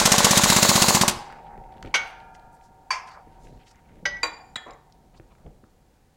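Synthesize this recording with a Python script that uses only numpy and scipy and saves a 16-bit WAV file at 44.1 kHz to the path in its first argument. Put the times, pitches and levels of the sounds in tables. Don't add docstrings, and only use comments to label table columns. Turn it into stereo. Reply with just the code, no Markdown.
import sys
import numpy as np
from scipy import signal
from scipy.fft import rfft, irfft
from scipy.io import wavfile
from scipy.ndimage import uniform_filter1d

SR = 44100
rng = np.random.default_rng(int(sys.argv[2]) if len(sys.argv) > 2 else 0)


def transcribe(signal):
    frames = np.atleast_2d(signal).T
    limited = np.clip(frames, -1, 1)
    pcm = np.round(limited * 32767).astype(np.int16)
    wavfile.write(sys.argv[1], SR, pcm)


def nominal_scale(level):
    x = np.asarray(level, float) / 20
    return 10 ** x


N = 271656
T = np.arange(N) / SR
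STEEL_HOLD_S = 1.53

# (time [s], peak level [dB], ring level [dB], contact [s], clatter t60 [s])
PARTS_SET_DOWN = [
    (1.9405, -4, 1, 0.018, 0.1),
    (2.905, -10, 1, 0.0068, 0.22),
    (4.054, -10, 1.5, 0.0085, 0.054),
    (4.231, -5, 3.5, 0.0032, 0.11),
    (4.5565, -13, 0, 0.0079, 0.037),
    (4.662, -29, 2.5, 0.037, 0.23),
]


def decay(t, t60_s):
    return np.exp(-np.log(1000) * np.maximum(t, 0) / t60_s)


def colour(x, points):
    hz, db = np.transpose(points)
    bins_hz = np.maximum(np.arange(len(x) // 2 + 1) * SR / len(x), 1)
    gain_db = np.interp(np.log(bins_hz), np.log(hz), db)
    return irfft(rfft(x) * nominal_scale(gain_db), len(x))


def noise(points, size=N):
    x = colour(rng.standard_normal(size), points)
    return x / x.std()


def band(hz, spread, size):
    points = [(hz / spread ** 2, -40), (hz / spread, -10), (hz, 0),
              (hz * spread, -12), (hz * spread ** 2, -50), (hz * spread ** 3, -90)]
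    return noise(points, size)


def walk(rate_hz):
    hold = int(SR / rate_hz)
    x = np.repeat(rng.standard_normal(N // hold + 1), hold)
    x = uniform_filter1d(uniform_filter1d(x, hold), hold)[:N]
    return x / x.std()


def add(out, start_s, x):
    i = int(start_s * SR)
    x = x[max(-i, 0):N - i]
    out[max(i, 0):max(i, 0) + len(x)] += x


def swing(length_s):
    return np.gradient(np.hanning(int(length_s * SR) + 3))


def ring(modes, push, size):
    t = T[:size]
    x = sum(nominal_scale(db) * decay(t, t60_s) * np.sin(2 * np.pi * hz * t) for hz, db, t60_s in modes)
    x = signal.fftconvolve(x, push)[:size]
    return x / np.abs(x).max()


def strokes():
    # (frequency [Hz], level [dB], t60 [s])
    cylinder_modes = [(191, 0.5, 0.056), (235.6, -16, 0.32), (140, -7, .055), (332, -11, .03),
                      (357.2, -11.5, .3)]
    piston_modes = [(1060, 0, .011), (860, -23, .08), (587, -27, .12), (200, -13, .025), (400, -20, .03)]
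    # (frequency [Hz], density [dB per Hz])
    exhaust_colour = [(250, -31), (420, -14.5), (600, -5), (1120, -6), (2000, -7.5), (2800, -7.5),
                      (5500, -5.5), (6600, -4.5), (9000, -9), (16000, -25)]
    # (thump level [dB], puff level [dB], knock level [dB], knock delay [ms])
    blows = [(-0.5, 0, 0, 0.082), (-1.5, 0.34, -0.7, 0), (-1.5, 1, 0.5, 0.041), (-1, -0.14, 0.7, 0),
             (0, 1.5, 1.2, 0), (-.5, -0.24, 0, 0), (0.5, 0.2, -0.5, 0), (0.5, 0.3, -1, 0),
             (0.5, 0, 1.4, 0.22), (0, -1.3, -1, .2), (0, -0.3, 0, 0), (0, -0.06, -0.46, 0),
             (0.5, 0.5, .3, 0), (-0.5, 0.1, -0.2, 0), (-1, 0.2, 2, -.3), (0, .3, -0.15, 0), (0, 0.05, 3, 0),
             (-4.5, 0, -60, 0)]
    first_s, stroke_s, slowing_s, last_late_s = -.0134, .06335, .000027, .0037
    vent_delay_s, knock_lag_s = .003, .028
    thump_mean_db, puff_mean_db, knock_mean_db, scatter_db = -11.32, -13.5, -7, .3

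    out, gate, t = np.zeros(N), np.zeros(N), T[:4000]
    thump = ring(cylinder_modes, swing(.0042), size=8000)
    knock = ring(piston_modes, swing(.0012), size=4000)
    puff = np.clip(t / .0022, 0, 1) * decay(t - .008, .08)
    for k, (thump_db, puff_db, knock_db, late_ms) in enumerate(blows):
        last = k == len(blows) - 1
        start_s = first_s + k * (stroke_s + k * slowing_s) + last * last_late_s
        chance_db = scatter_db * rng.standard_normal()
        add(out, start_s + vent_delay_s, nominal_scale(thump_mean_db + thump_db) * thump)
        add(gate, start_s + vent_delay_s, nominal_scale(puff_mean_db + puff_db + chance_db) * puff)
        if not last:
            add(out, start_s + knock_lag_s + late_ms / 1000, -nominal_scale(knock_mean_db + knock_db) * knock)
    return out + gate * nominal_scale(1.9 * walk(400)) * noise(exhaust_colour)


def inlet():
    # (time [s], level [dB], lower whistle [Hz], whistle level [dB])
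    valve_flow = [
        (0, -21, 3500, -20),
        (0.301, -22, 3630, -8),
        (.5, -22.5, 4000, 0.5),
        (0.902, -24.5, 4360, 3),
        (0.989, -27, 4410, 0),
        (1.04, -32, 4454, -8),
        (1.075, -36.5, 4400, -10),
        (1.15, -79, 4473, -8),
    ]
    # (frequency [Hz], density [dB per Hz])
    inlet_colour = [(150, -28.5), (420, -3.5), (662, -1.5), (1000, -4), (1260, -6), (1550, -2),
                    (3000, -8.5), (3900, -4.5), (5600, -7.5), (7200, -5.5), (16000, -30)]
    time_s, *columns = np.transpose(valve_flow)
    flow_db, whistle_hz, whistle_db = (np.interp(T, time_s, c) for c in columns)
    carrier = np.cos(2 * np.pi * np.cumsum(whistle_hz) / SR)
    gliding = noise([(1, 0.5), (300, -1.5), (1000, -20)]) * carrier
    fixed = noise([(5500, -30), (6300, -6), (6900, 0), (7600, -5), (8600, -25)])
    hiss = noise(inlet_colour) + nominal_scale(whistle_db) * (gliding + nominal_scale(-4) * fixed)
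    return nominal_scale(flow_db + 1.6 * walk(150) + 1.1 * walk(45)) * hiss


def jolts():
    reach = (-0.5, 4.5, -4, -4, -8, -11)
    shake = np.zeros(N)
    for (start_s, db, *_), reach_db in zip(PARTS_SET_DOWN, reach):
        add(shake, start_s, nominal_scale(db + reach_db - 45.5) * decay(T, 1.75))
    return shake


def frame():
    # (frequency [Hz], level [dB], t60 [s])
    frame_modes = [(377, -16, 4), (461, -12, 3), (535, -13, 4), (610, -14, 3), (680, -15, 3),
                   (734, -10, 14), (750, -15, 5), (762, -2, 6), (774, -5, 6), (820, -9, 3), (845, -12, 4),
                   (892, -13, 9), (904, -5, 6), (919, -8, 10), (937, -7, 10)]
    out, jolt = np.zeros(N), nominal_scale(3) * jolts()
    for hz, db, t60_s in frame_modes:
        drive = nominal_scale(-47) * decay(T - STEEL_HOLD_S, t60_s) + jolt
        tone = np.sin(2 * np.pi * hz * T + rng.uniform(0, 2 * np.pi))
        out += nominal_scale(db + 1.3 * walk(4)) * drive * tone
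    return out


def steel_hum():
    # (frequency [Hz], density [dB per Hz])
    hum_colour = [(300, -50.5), (500, -16), (700, 3.5), (760, 5), (860, 0.5), (940, 3), (1020, -11.5),
                  (1600, -16), (2600, -26.5), (5000, -100)]
    shake = nominal_scale(-54) * decay(T - STEEL_HOLD_S, 9) + jolts()
    return shake * nominal_scale(1.5 * walk(22) + 1.2 * walk(27)) * noise(hum_colour)


def still_air():
    # (frequency [Hz], density [dB per Hz])
    air_colour = [(18, -28.5), (30, 1), (382, -16.5), (496, -14.5), (680, -27.5), (755, -13), (1120, -26),
                  (1610, -28), (3540, -33), (10100, -36.5), (12500, -40.5), (15800, -38.5)]
    lamp_hz, lamp_db = 12050, -93
    return nominal_scale(-61) * noise(air_colour) + nominal_scale(lamp_db) * np.sin(2 * np.pi * lamp_hz * T)


def handling_rumble():
    # (time [s], level [dB])
    hands = [(1.2, -39.5), (1.25, -49), (1.81, -49), (1.86, -38.5), (1.95, -52), (3.2, -58), (3.27, -51),
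             (3.34, -53.5), (3.55, -47), (3.67, -60.5), (4.07, -45.5), (4.61, -58), (5.44, -54),
             (5.47, -44.5), (5.54, -56), (6.16, -66.5)]
    # (frequency [Hz], density [dB per Hz])
    rumble_colour = [(15, -10.5), (35, -0.5), (80, -10.5), (160, -9), (300, -16.5), (600, -19.5),
                     (1500, -47), (4000, -100)]
    busy_db = np.interp(T, *np.transpose(hands))
    return nominal_scale(busy_db - 1 + 1.5 * walk(14)) * noise(rumble_colour)


def pings():
    # (time [s], level [dB], frequency [Hz], t60 [s], rise [s])
    single_modes = [(1.087, -22, 900, .07, .008), (1.09, -27, 1500, .05, .006), (1.18, -36, 821, .6, .03),
                    (1.42, -37, 820, .75, .09), (1.68, -52, 925, .45, .04), (3.434, -62, 7050, .12, .002),
                    (3.765, -62, 2080, .15, .01), (3.7, -65, 2550, .15, .01), (4.166, -41, 2210, .19, .0037),
                    (4.164, -38, 1570, .1, .003), (4.166, -48, 5050, .03, .002), (4.166, -43, 5990, .035, .002),
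                    (4.7077, -46, 5050, .02, .001), (4.7077, -46, 7250, .025, .001),
                    (4.7345, -51, 7160, .022, .001), (4.7345, -47, 2000, .04, .002)]
    out, t = np.zeros(N), T[:50000]
    for start_s, db, hz, t60_s, rise_s in single_modes:
        swell = np.clip(t / rise_s, 0, 1) * decay(t, t60_s)
        add(out, start_s, nominal_scale(db) * swell * np.sin(2 * np.pi * hz * t))
    return out


def rustle():
    # (middle time [s], rms level [dB], frequency [Hz], length [s])
    rubs = [(1.298, -51, 1510, 0.19), (1.459, -66.5, 2580, 0.081), (1.518, -57.5, 1270, 0.13),
            (1.733, -67.5, 1460, 0.33), (1.867, -55, 2200, 0.035), (2.354, -57, 5500, 0.018),
            (2.547, -68, 8080, 0.036), (2.648, -66.5, 5950, 0.049), (3.091, -48, 1513, 0.028),
            (3.085, -58, 5760, 0.032), (3.133, -60.5, 4480, 0.045), (3.145, -51, 1270, 0.078),
            (3.178, -50, 845, 0.078), (2.072, -63.5, 8700, 0.079), (3.344, -72, 2900, 0.068),
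            (3.448, -69.5, 6400, .1), (3.471, -68, 2270, 0.049), (3.674, -57, 2760, 0.025),
            (3.754, -67.5, 1490, 0.33), (3.351, -68.5, 1580, 0.17), (3.5, -75, 4020, 0.32),
            (3.693, -59.5, 5250, 0.059), (3.77, -69, 2070, 0.063), (3.947, -71, 2030, 0.14),
            (5.174, -62.5, 4470, 0.026), (5.15, -67.5, 2280, 0.023), (3.619, -66, 2600, 0.058),
            (3.88, -73, 2200, 0.074), (5.16, -59, 785, 0.042), (5.314, -68, 2400, 0.028),
            (5.32, -59.5, 800, .04), (5.4, -65, 900, .05), (5.474, -60, 700, 0.024),
            (5.46, -75, 1500, 0.065), (5.994, -77.5, 1500, 0.23)]
    out = np.zeros(N)
    for middle_s, db, hz, length_s in rubs:
        size = int(length_s * SR)
        rub = band(hz, 1.8, size=30000)[:2 * size]
        add(out, middle_s - length_s, nominal_scale(db) * np.hanning(2 * size) * rub)
    return nominal_scale(2.6 * walk(200) - 0.3) * out


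def ticks():
    # (time [s], level [dB], frequency [Hz])
    contacts = [(1.3257, -33.5, 1860), (1.5773, -38, 1850), (1.639, -43.5, 1910), (1.69, -55.5, 1794),
                (1.726, -44.5, 1950), (1.7669, -46, 2300), (1.7725, -43.5, 2200), (1.781, -46.5, 2700),
                (1.7394, -45.5, 2400), (1.721, -46, 2000), (1.912, -50, 2500), (1.919, -51, 2000),
                (1.8091, -50, 2000), (1.827, -28, 2680), (1.8507, -41, 2166), (1.8604, -31.5, 2608),
                (1.8744, -40, 2400), (1.9058, -49.5, 2500), (2.2025, -37, 2380), (2.3503, -36, 2480),
                (2.3965, -46, 2400), (2.612, -50, 2190), (3.4337, -50, 7200), (3.4707, -44.5, 2010),
                (3.575, -50, 2420), (3.7575, -47, 2030), (3.956, -47.5, 2080), (4.7077, -41, 3500),
                (4.669, -53, 6300), (4.685, -55, 6000), (4.7335, -48, 6000), (5.384, -52, 1900),
                (5.052, -59.5, 1800), (3.7577, -50, 6200), (1.8385, -51, 6500), (1.8265, -38, 7000),
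                (1.8744, -44.5, 7000), (1.8672, -56, 6500), (1.8847, -52, 4000), (3.526, -49, 1000),
                (1.8274, -31, 1300), (1.8485, -36, 1300), (3.079, -37, 3010), (3.096, -46, 1810),
                (3.128, -48, 4400), (4.9238, -38.5, 4420), (5.1404, -53.5, 2350), (5.1984, -41, 1840),
                (5.352, -45.5, 1500), (5.4642, -43.5, 1880), (5.64, -46, 1300)]
    out, t = np.zeros(N), T[:2000]
    for start_s, db, hz in contacts:
        spread = np.clip(6500 / hz, 1.3, 1.8)
        add(out, start_s, nominal_scale(db - 6) * band(hz, spread, size=2000) * decay(t, .011))
    return out


def thuds():
    # (time [s], level [dB], frequency [Hz])
    bumps = [(1.579, -37, 148), (1.762, -37, 85.4), (1.847, -28.5, 100), (1.873, -33, 79.8),
             (3.272, -38.5, 95), (3.526, -45, 108), (4.028, -36.5, 179), (5.198, -35.5, 124),
             (5.46, -37, 174), (5.467, -30.5, 47.5), (5.635, -41, 82.4)]
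    t60_s = .071
    out = np.zeros(N)
    for start_s, db, hz in bumps:
        modes = [(hz, 0, t60_s), (2.8 * hz, -6, t60_s / 2),
                 (4.2 * hz, -10, t60_s / 4), (11 * hz, -16, t60_s / 8)]
        add(out, start_s, nominal_scale(db) * ring(modes, swing(.0017), size=6000))
    return out


def struck(modes, size):
    t, x = T[:size], np.zeros(size)
    for hz, db, t60_s in modes:
        phase, waver = rng.uniform(0, 2 * np.pi, 2)
        waver_db = 3.3 * np.sin(2 * np.pi * (9 + 3 * waver) * t + phase)
        x += nominal_scale(db + waver_db) * decay(t, t60_s) * np.sin(2 * np.pi * hz * t + phase)
    return x


def set_down():
    # (frequency [Hz], level [dB], t60 [s])
    shelf_modes = [(1157, -38, .3), (1215, -58, 2.3), (1371, -56, 2.2), (1402, -50, 2), (1507, -34, .3),
                   (1512, -52, 1.8), (1565, -29, .15), (1618, -54, 2), (1693, -53, 2), (1727, -56, 1.7),
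                   (1906, -34, .3), (2231, -17, .27), (1000, -24, .07), (2290, -32, .12), (2357, -30, .2),
                   (1485, -35, .2), (2236, -44, .6), (2404, -48, 1.2), (2896, -24, .13), (3195, -28, .2),
                   (3763, -36, .08), (4570, -32, .1), (4883, -33, .1), (5362, -42, .25), (8400, -37, .08),
                   (5669, -36, .15), (6035, -32, .12), (6358, -42, .34), (6697, -49, .3), (7237, -43, .14)]
    socket_modes = [(1028, -25, .25), (1250, -38, .2), (1661, -36, .3), (2110, -41, .35), (2348, -29, .24),
                    (4596, -25, .19), (4596, -46, .5), (5021, -51, .6), (5693, -45, .2), (6024, -42, .22),
                    (6371, -37, .2), (3359, -50, .2), (4931, -47, .15), (1700, -30, .12), (4500, -33, .08),
                    (8425, -42, .07), (9593, -55, .18)]
    spacer_modes = [(585, -40, .3), (1572, -21, .1), (1590, -48, .8), (1346, -36, .09), (1949, -26, .55),
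                    (1961, -44, .4), (2206, -27, .14), (2238, -36, .18), (2982, -35, .2), (3192, -48, .3),
                    (4175, -54, .3), (4583, -44, .24), (4992, -32, .13), (5136, -48, .3), (5857, -35, .08),
                    (6020, -37, .15), (6180, -40, .22), (6704, -55, .22)]
    hub_modes = [(311, -43, .45), (960, -36, .28), (1089, -30, .23), (1440, -33, .23), (1787, -46, .4),
                 (2404, -35, .45), (2440, -24, .09), (3449, -50, .4), (3915, -32, .18), (3870, -52, .45),
                 (4653, -41, .4), (4696, -41, .4), (4675, -18, .07), (5013, -62, .7), (6079, -44, .15),
                 (7079, -30, .09), (7125, -56, .7), (7099, -57, .8), (8724, -57, .22), (9041, -56, .13),
                 (12129, -54, .15), (13470, -69, .12), (15080, -69, .1), (10510, -40, .02)]
    ring_modes = [(1758, -41, .4), (1795, -42, .4), (2078, -32, .07), (2390, -46, .22), (3338, -39, .33),
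                  (3445, -57, .4), (3871, -27, .06), (3860, -49, .3), (3905, -49, .3), (4700, -58, .25),
                  (7079, -41, .06), (7101, -54, .35), (7140, -57, .3), (8726, -50, .06), (5017, -47, .07),
                  (5518, -45, .054), (7741, -46, .04), (13510, -55, .054)]
    seat_modes = [(542, -53.5, 0.38), (700, -49.5, 0.35), (984, -47, 0.23), (1095, -44, 0.24),
                  (1386, -68, 0.13)]
    # (frequency [Hz], density [dB per Hz])
    clatters = [
        [(180, -49.5), (300, -28), (1530, -12), (1690, -22.5), (2170, -9.5), (2520, -17.5), (2880, -15), (5300, -26.5), (6100, -17), (7200, -35), (10500, -42), (16000, -62)],
        [(180, -60), (300, -16.5), (1030, 9.5), (1430, 0.5), (2320, 7.5), (3950, -13), (4750, -7), (5340, 1), (16000, -43)],
        [(180, -30), (300, -17), (1430, -16.5), (1580, -18), (1810, -17.5), (1970, -11), (2790, -21.5), (4300, -17), (5400, -21), (6000, -11.5), (7000, -34.5), (16000, -63)],
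        [(150, -39.5), (350, 2.5), (1000, 6), (2200, 5), (3200, -9.5), (4700, -23), (6200, -22.5), (7400, -9), (9500, -24), (16000, -84)],
        [(250, 2), (500, -3.5), (2000, 9.5), (3000, -3), (4000, 6), (5500, -23), (7200, 1), (16000, -69)],
        [(150, -45), (250, 3.5), (1090, 3.5), (1600, -6.5), (2210, -4.5), (3920, -48), (6000, -35), (7800, -70), (13200, -120)],
    ]
    stilled = (2.9, 3.2, 4.229, 4.78, 4.71, 6)
    struck_modes = (shelf_modes, socket_modes, spacer_modes, hub_modes, ring_modes, seat_modes)

    out, rings, size = np.zeros(N), np.zeros(N), 50000
    t = T[:size]
    for hit, points, modes, held_s in zip(PARTS_SET_DOWN, clatters, struck_modes, stilled):
        start_s, db, ring_db, contact_s, t60_s = hit
        chatter = np.clip(t / .003, 0, 1) * decay(t - contact_s, t60_s)
        free = np.clip(t / .0015, 0, 1) * decay(t + start_s - held_s, .05)
        crack = band(11000, 2.5, size=4000) * decay(t[:4000], .014)
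        add(rings, start_s, nominal_scale(ring_db) * free * struck(modes, size))
        add(out, start_s, nominal_scale(db - 45) * crack)
        add(out, start_s, nominal_scale(db - 15) * chatter * noise(points, size))
    return out, rings


def room(x):
    # (frequency [Hz], t60 [s], level [dB])
    room_bands = [(60.3, 0.33, -15.5), (267, 0.2, -2), (1020, .55, 3), (2830, 0.52, -1.5), (7050, .4, -8),
                  (14300, 0.25, -9)]
    size = 40000
    t, tail = T[:size], np.zeros(size)
    for hz, t60_s, db in room_bands:
        points = [(hz / 4, -40), (hz / 5.6, -6), (hz, 0), (hz * 1.8, -3), (hz * 4, -40)]
        tail += nominal_scale(db) * noise(points, size) * np.sqrt(hz / t60_s) * decay(t, t60_s)
    tail = tail * np.clip((t - .003) / .0035, 0, 1)
    return signal.fftconvolve(x, tail / np.sqrt(np.sum(tail ** 2)))[:N]


def channel_difference(mid):
    # (frequency [Hz], side against mid [dB])
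    side_colour = [(60, -20), (150, -29), (300, -23), (1000, -28), (4000, -24), (15000, -12)]
    # (frequency [Hz], density [dB per Hz])
    hiss_colour = [(30, 0), (600, -14), (1500, -22.5), (4000, -16.5), (16000, -11.5)]
    side_kernel = colour(rng.standard_normal(1024) / 32, side_colour)
    side = signal.fftconvolve(mid, side_kernel)[300:N + 300]
    patches = uniform_filter1d(1. * (walk(40) > 1), size=400)
    return side * patches + nominal_scale(-80.5) * noise(hiss_colour)


def scene():
    air = strokes() + inlet()
    clatter, rings = set_down()
    metal = clatter + ticks() + thuds()
    rings = rings + pings()
    wet = room(nominal_scale(-14) * air + nominal_scale(-13.5) * metal + nominal_scale(-19.5) * rings)
    mid = air + metal + rings + wet + frame()
    mid = mid + steel_hum() + still_air() + handling_rumble() + rustle()
    side = channel_difference(mid)
    return np.array([mid + side, mid - side])


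def roll_off(x):
    return signal.sosfilt(signal.butter(12, 16370, fs=SR, output="sos"), x)


def record(dry):
    top_cut = signal.ellip(8, .3, 75, 15850, fs=SR, output="sos")
    rounded = np.tanh(0.79 * dry) / 0.84
    return roll_off(signal.sosfilt(top_cut, rounded))


dry = scene()
out = record(dry)
transcribe(out)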